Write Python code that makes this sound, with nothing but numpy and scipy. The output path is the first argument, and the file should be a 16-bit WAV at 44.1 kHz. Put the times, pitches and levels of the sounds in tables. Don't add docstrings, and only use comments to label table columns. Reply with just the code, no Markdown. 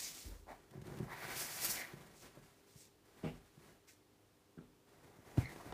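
import sys
import numpy as np
from scipy import signal
from scipy.fft import rfft, irfft, next_fast_len
from scipy.io import wavfile
from scipy.ndimage import map_coordinates

SR = 44100
rng = np.random.default_rng(int(sys.argv[2]) if len(sys.argv) > 2 else 0)


def wrap_up_sound(samples):
    columns = np.atleast_2d(samples).T
    tamed = np.clip(columns, -1, 1)
    steps = np.round(tamed * 32767).astype(np.int16)
    wavfile.write(sys.argv[1], SR, steps)


N = 252693


def amp(db):
    return 10 ** (np.asarray(db) / 20)


def unit(x):
    return x / np.sqrt(np.mean(x ** 2) + 1e-20)


def along(points, hz):
    freqs, values = np.transpose(points)
    return np.interp(np.log(hz + 1), np.log(freqs + 1), values)


def filtered(x, response):
    size = next_fast_len(len(x) + SR // 2)
    return irfft(rfft(x, size) * response(np.fft.rfftfreq(size, 1 / SR)), size)[:len(x)]


def coloured(x, eq):
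    return unit(filtered(x, lambda hz: amp(along(eq, hz))))


def body(modes, f):
    return sum((-1) ** k * amp(db) * 1j * f * width / (hz * hz - f * f + 1j * f * width)
               for k, (hz, width, db) in enumerate(modes))


def wander(rate, n):
    return map_coordinates(rng.standard_normal(int(n * rate / SR) + 4), [np.arange(n) * rate / SR])


def friction(catch_rate, catch_db, grain_db):
    return rng.standard_normal(N) * amp(catch_db * wander(catch_rate, N) + grain_db * wander(1500, N))


def stroke(start, length, attack, release):
    t = np.arange(N) / SR - start
    return np.clip(t / attack, 0, 1) * amp(-20 * np.maximum(t - length, 0) / release)


def blow(modes, hard_hz):
    t = np.arange(SR // 2) / SR
    push = t * np.exp(-2 * np.pi * hard_hz * t)
    ring = filtered(push, lambda f: body(modes, f))
    return ring / np.abs(ring).max()


def add(track, start, sound):
    part = track[max(round(start * SR), 0):][:len(sound)]
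    part += sound[:len(part)]


# frequency in Hz, EQ gain in dB.
AIR_EQ = [(25, -8), (60, -13.5), (100, -7.5), (200, -11), (300, -9), (420, -9), (560, -15.5), (1000, -18),
          (1600, -23), (4000, -26), (9000, -30), (15000, -32.5)]
# pitch in Hz, level in dB.
HUM_PARTIALS = [(100, -83.5), (300, -81), (400, -79.5), (500, -89.5)]

def room_tone():
    t = np.arange(N) / SR
    hum = sum(amp(db + wander(2.77, N)) * np.sqrt(2) * np.sin(2 * np.pi * (hz * t + rng.random()))
              for hz, db in HUM_PARTIALS)
    return hum + amp(-70.5) * coloured(rng.standard_normal(N), AIR_EQ)


# start, length and release in seconds, relative level in dB.
BRUSH_STROKES = [(-.04, 0.085, 0.26, -46), (0.088, 0.18, 0.034, -61.5), (2.147, .03, 0.054, -64),
                 (2.19, .04, 0.033, -63), (2.654, 0.081, 0.19, -69.5), (2.745, 0.11, 0.052, -65.5),
                 (3.871, 0.028, 0.079, -62)]
# frequency in Hz, EQ gain in dB.
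CLOTH_EQ = [(300, -9), (1400, -12), (2150, -2.5), (2900, -5.5), (4300, 0), (5800, 1.5), (7800, 0),
            (11000, -5.5), (15500, -6)]

def brushes():
    strength = sum(amp(db) * stroke(start, length, attack=0.34 * length, release=release)
                   for start, length, release, db in BRUSH_STROKES)
    fibres = friction(catch_rate=70, catch_db=1, grain_db=2)
    return amp(-1) * strength * coloured(fibres, CLOTH_EQ)


# start and length in seconds, relative rub and rustle levels in dB.
HAND_MOVES = [(-.04, 0.23, -68.5, -72.5), (0.226, 0.11, -65.5, -79), (.465, 0.059, -61.5, -72.5),
              (0.57, 0.3, -74, -82.5), (0.71, 0.035, -60, -92), (0.831, 0.21, -57.5, -73.5),
              (1.893, 0.24, -66.5, -72.5), (2.203, 0.058, -67, -68), (2.327, 0.044, -65.5, -75.5),
              (2.404, 0.093, -77, -73.5), (2.53, 0.18, -83, -79.5), (3.028, 0.11, -77, -78.5),
              (3.146, 0.21, -67.5, -75), (3.4, 0.22, -85, -80), (3.583, 0.12, -67.5, -74),
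              (4.86, .12, -71, -81.5), (4.995, 0.45, -66.5, -79.5), (5.233, 0.16, -62.5, -73.5),
              (5.35, 0.053, -54, -62.5), (5.45, .18, -59, -68), (5.639, 0.031, -52, -68)]
RUB_ATTACK_S, RUB_RELEASE_S = 0.029, 0.14

def rub_envelopes():
    power = sum(np.outer(amp(levels), stroke(start, length, RUB_ATTACK_S, RUB_RELEASE_S)) ** 2
                for start, length, *levels in HAND_MOVES)
    return np.sqrt(power)


# frequency in Hz, EQ gain in dB.
SKIN_EQ = [(100, 7), (250, 7), (450, 5), (750, 0.5), (1300, -6), (2100, -7.5), (3000, -28.5), (6000, -27),
           (15000, -27.5)]
# frequency in Hz, EQ gain in dB.
RUSTLE_EQ = [(1500, 0), (3000, -3), (5000, -4.5), (9000, -7), (15000, -12)]

def rubs():
    rub, rustle = rub_envelopes()
    slips = friction(catch_rate=70, catch_db=1.5, grain_db=1.1)
    return rub * coloured(slips, SKIN_EQ) + amp(4) * rustle * coloured(slips, RUSTLE_EQ)


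# start and length in seconds, level in dB,
# pitch in Hz, glide as a share of the pitch, bandwidth in Hz.
SHORT_SLIDES = [(.005, .097, -50.5, 5980, -.05, 2600), (0, .11, -63, 2200, 0.0015, 500),
                (0.459, 0.089, -52.5, 749, .11, 760), (0.479, 0.068, -60, 1895, -0.075, 826),
                (1.07, .095, -52, 931, -0.0021, 600), (1.083, 0.087, -54.5, 1837, 0.111, 647),
                (1.642, .025, -40, 13050, 0, 2200), (1.726, .15, -49.5, 2066, -0.18, 625),
                (2.142, .091, -74, 8100, .1, 2600), (2.763, 0.088, -67, 7800, -.15, 2000),
                (3.231, 0.081, -57.5, 2416, -0.0027, 1100), (3.87, 0.05, -67, 2100, -0.0068, 1200),
                (4.576, 0.022, -64.5, 1497, -0.015, 550), (5.384, 0.15, -55, 2100, -.15, 440),
                (5.588, 0.044, -56, 911, -.11, 600)]

def slides():
    out = np.zeros(N)
    for start, length, db, hz, glide, width_hz in SHORT_SLIDES:
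        progress = np.linspace(0, 1, int(length * SR))
        noise = rng.standard_normal(len(progress))
        chatter = unit(filtered(noise, lambda f: 1 / (1 + np.abs(2 * f / width_hz) ** 3)))
        pitch = hz * (1 + glide * (progress - 0.5) + 0.0309 * wander(151.6, len(progress)))
        phase = 2 * np.pi * np.cumsum(pitch) / SR
        tone = chatter * np.sin(phase) + amp(-20) * chatter ** 2 * np.sin(2 * phase)
        add(out, start, amp(db) * np.sin(np.pi * progress) * unit(tone))
    return out


# start in seconds, level in dB.
SHELF_SWAYS = [(.25, -41), (3.248, -51)]

def shelf_sway():
    out, t = np.zeros(N), np.arange(SR) / SR
    hz = 43 + 14 * np.exp(-t / 0.036)
    swing = np.sin(2 * np.pi * np.cumsum(hz) / SR) * amp(-60 * t / 0.5)
    attack = 1 - np.exp(-t / 0.01)
    shudder_eq = [(30, -23), (75, 6), (130, -29), (300, -16), (800, -38)]
    for start, db in SHELF_SWAYS:
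        shudder = coloured(rng.standard_normal(SR), shudder_eq) * amp(-60 * t / 0.49)
        add(out, start, amp(db) * (swing + amp(-4.5) * shudder) * attack)
    return out


GRIP_FROM_S, GRIP_TO_S = 0.67, 2.45

def grip_envelope():
    rub, _ = rub_envelopes()
    return rub * stroke(GRIP_FROM_S, GRIP_TO_S - GRIP_FROM_S, RUB_ATTACK_S, RUB_RELEASE_S)


# resonance in Hz, bandwidth in Hz, gain in dB.
BOX_MODES = [(63.6, 18, -12), (130.7, 26.7, 3), (227, 54, -3), (284, 110, -6.5), (389.6, 38, -2.5),
             (558, 47, -17), (945, 57, -22), (1076, 57, -15)]

def panel_wobble():
    drive = amp(1) * grip_envelope() + amp(-13.5) * scrape_envelope()
    jolts = friction(catch_rate=50, catch_db=3, grain_db=0.5)
    panels = filtered(jolts, lambda f: body(BOX_MODES, f) / (1 + 1j * f / 600))
    return drive * unit(panels)


# frequency in Hz, EQ gain in dB.
SCUFF_EQ = [(150, 1), (500, 14.5), (1100, 4.5), (1700, -1), (2300, -5.5), (3300, -4.5), (5000, -16.5),
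            (9000, -18), (15000, -43)]

def scuff(t60, rise):
    t = np.arange(SR // 2) / SR
    return coloured(rng.standard_normal(len(t)), SCUFF_EQ) * amp(-60 * t / t60) * (1 - np.exp(-t / rise))


def finger_taps(per_second=20):
    out, held_s = np.zeros(N), GRIP_TO_S - GRIP_FROM_S
    tap = blow(BOX_MODES, hard_hz=710) + amp(-7) * scuff(t60=0.05, rise=0.0004)
    for when, force in rng.random((int(per_second * held_s), 2)):
        add(out, GRIP_FROM_S + when * held_s, amp(4 * force - 1) * tap)
    return grip_envelope() * out


# start in seconds, level in dB.
NAIL_TICKS = [(0.709, -62), (.816, -59.5), (.869, -55.5), (.939, -67), (.971, -58), (0.987, -55),
              (1.934, -65), (2.276, -74)]

def nail_ticks():
    out, t = np.zeros(N), np.arange(SR // 10) / SR
    for start, db in NAIL_TICKS:
        add(out, start, amp(db - 60 * t / 0.046) * coloured(rng.standard_normal(len(t)), RUSTLE_EQ))
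    return out


# start in seconds, level in dB, hardness in Hz, scuff level in dB.
BOX_KNOCKS = [(0.753, -43.5, 594, -59), (.774, -42, 330, -78), (.79, -44, 200, -78), (.817, -43, 250, -58),
              (.846, -51, 200, -70), (0.876, -45.5, 700, -52), (0.916, -43, 400, -71),
              (.938, -54, 700, -51), (.956, -47, 250, -66), (.98, -46, 900, -56), (1, -31.5, 480, -68),
              (1.024, -34, 260, -71), (1.244, -50, 500, -70), (1.686, -45, 800, -56),
              (1.934, -43.5, 800, -54), (1.968, -49, 250, -72), (2.372, -53, 800, -57),
              (2.754, -49.5, 150, -70), (3.573, -51, 387, -67)]

def box_knocks():
    out = np.zeros(N)
    for start, db, hard_hz, scuff_db in BOX_KNOCKS:
        ring = amp(db) * blow(BOX_MODES, hard_hz)
        add(out, start, ring + amp(scuff_db) * scuff(t60=0.05, rise=0.00071))
    return out


# start and length in seconds, scrape level in dB.
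BOX_PULLS = [(1.055, 0.57, -54), (1.175, 0.18, -50), (1.562, 0.25, -51.5)]
PULL_ATTACK_S, PULL_RELEASE_S = 0.065, 0.19

def scrape_envelope():
    return np.sqrt(sum((amp(db) * stroke(start, length, PULL_ATTACK_S, PULL_RELEASE_S)) ** 2
                       for start, length, db in BOX_PULLS))


# time in seconds, relative level in dB.
DRAG_SPEED = [(1.08, -68), (1.11, -73), (1.33, -53.5), (1.404, -41), (1.472, -50), (1.584, -47.5),
              (1.66, -38), (1.674, -44), (1.714, -39), (1.92, -72.5)]
# frequency in Hz, EQ gain in dB.
SCRAPE_EQ = [(150, -7), (270, 0), (430, -1), (700, 1.5), (1100, -1.5), (1400, 0), (1800, 2), (2300, 0.5),
             (2900, -14), (4200, -11), (7500, -18), (15000, -16)]
RASP_EQ = [(1200, -25), (2400, 2.5), (3300, 2), (4500, -1), (6500, -15), (12000, -45)]
HISS_EQ = [(1500, -11), (3300, -24), (4500, -0.5), (6200, -0.5), (8000, -1.5), (10500, -2.5), (13200, -2.5),
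           (15500, -3.5)]

def box_drag():
    times, speed_db = np.transpose(DRAG_SPEED)
    moving = stroke(times[0], times[-1] - times[0], PULL_ATTACK_S, PULL_RELEASE_S / 2)
    speed = amp(np.interp(np.arange(N) / SR, times, speed_db)) * moving
    pull = scrape_envelope()
    scrape = coloured(friction(catch_rate=45, catch_db=2, grain_db=1.5), SCRAPE_EQ)
    rasp = coloured(friction(catch_rate=52, catch_db=3, grain_db=2), RASP_EQ)
    hiss = coloured(friction(catch_rate=60, catch_db=1.46, grain_db=0.8), HISS_EQ)
    return pull * scrape + amp(-5.5) * np.sqrt(pull * speed) * rasp + amp(0.5) * speed * hiss


# resonance in Hz, bandwidth in Hz, gain in dB.
BOARD_MODES = [(44, 7.3, -3.5), (110, 25, -1.5), (166, 37, 0), (239, 39, 2), (295, 32, 0.5), (393, 39, -2),
               (468, 20, -2), (634, 19, -4.5), (1170, 77, -18), (1550, 68, -12)]
# start in seconds, level in dB, scuff level in dB.
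THUD_BLOWS = [(3.233, -32.5, -57), (3.244, -32.5, -46.5), (3.257, -34, -58), (3.27, -40, -58),
              (4.57, -44.5, -78), (4.582, -42, -68), (4.605, -47.5, -68)]

def thuds():
    out = np.zeros(N)
    for start, db, scuff_db in THUD_BLOWS:
        ring = amp(db) * blow(BOARD_MODES, hard_hz=473)
        add(out, start, ring + amp(scuff_db) * scuff(t60=0.2, rise=0.00081))
    return out


# resonance in Hz, bandwidth in Hz, gain in dB.
STAND_MODES = [(69.5, 12, -10), (125, 51, 4), (139.7, 8.4, -2), (260, 52, 1), (402, 41, -14)]
# start in seconds, level in dB, hardness in Hz, tick level in dB.
CAMERA_BUMPS = [(5.045, -50, 900, -60), (5.188, -49.5, 884, -68), (5.374, -37, 300, -42),
                (5.38, -19, 171, -41), (5.43, -37.5, 150, -72), (5.446, -46, 148, -70),
                (5.56, -57, 1500, -42), (5.663, -41.5, 600, -66), (5.723, -45, 900, -36)]

def camera_bumps():
    out = np.zeros(N)
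    for start, db, hard_hz, tick_db in CAMERA_BUMPS:
        tick = amp(tick_db) * scuff(t60=0.022, rise=0.00036)
        thump = amp(db) * blow(STAND_MODES, hard_hz)
        add(out, start, tick - thump)
    return out


def shelf_echoes(x, count):
    delays = rng.uniform(0.002, 0.022, count)
    echoes = np.zeros(SR // 10)
    np.add.at(echoes, (delays * SR).astype(int), rng.choice([-1, 1], count) / np.sqrt(delays))
    return signal.fftconvolve(x, echoes / np.linalg.norm(echoes))[:N]


# frequency in Hz, seconds to fall 60 dB.
ROOM_DECAY = [(100, 0.47), (500, 0.24), (3000, 0.38), (12000, 0.14)]

def room_reverb(x):
    hz, t, noise = signal.stft(rng.standard_normal(SR // 2), SR, nperseg=256)
    decay = amp(-60 * t / along(ROOM_DECAY, hz)[:, None])
    _, tail = signal.istft(noise * decay, SR, nperseg=256)
    return signal.fftconvolve(x, np.pad(tail, (SR // 200, 0)) / np.linalg.norm(tail))[:N]


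def scene():
    surface = box_drag() + brushes() + rubs() + slides() + nail_ticks()
    echoes = amp(-16) * shelf_echoes(surface, count=24)
    near = surface + echoes + panel_wobble() + box_knocks() + finger_taps()
    far = thuds()
    reverb_send = amp(-11) * near + amp(-7) * far
    return (near + far + shelf_sway() + camera_bumps() + room_reverb(reverb_send) + room_tone())[None]


LOW_CUT_HZ, HIGH_CUT_HZ = 36, 15450

def record(dry):
    low_cut = signal.butter(7, LOW_CUT_HZ, "highpass", fs=SR, output="sos")
    return filtered(signal.sosfilt(low_cut, dry[0]), lambda hz: hz < HIGH_CUT_HZ)[None]


dry = scene()
out = record(dry)
wrap_up_sound(out)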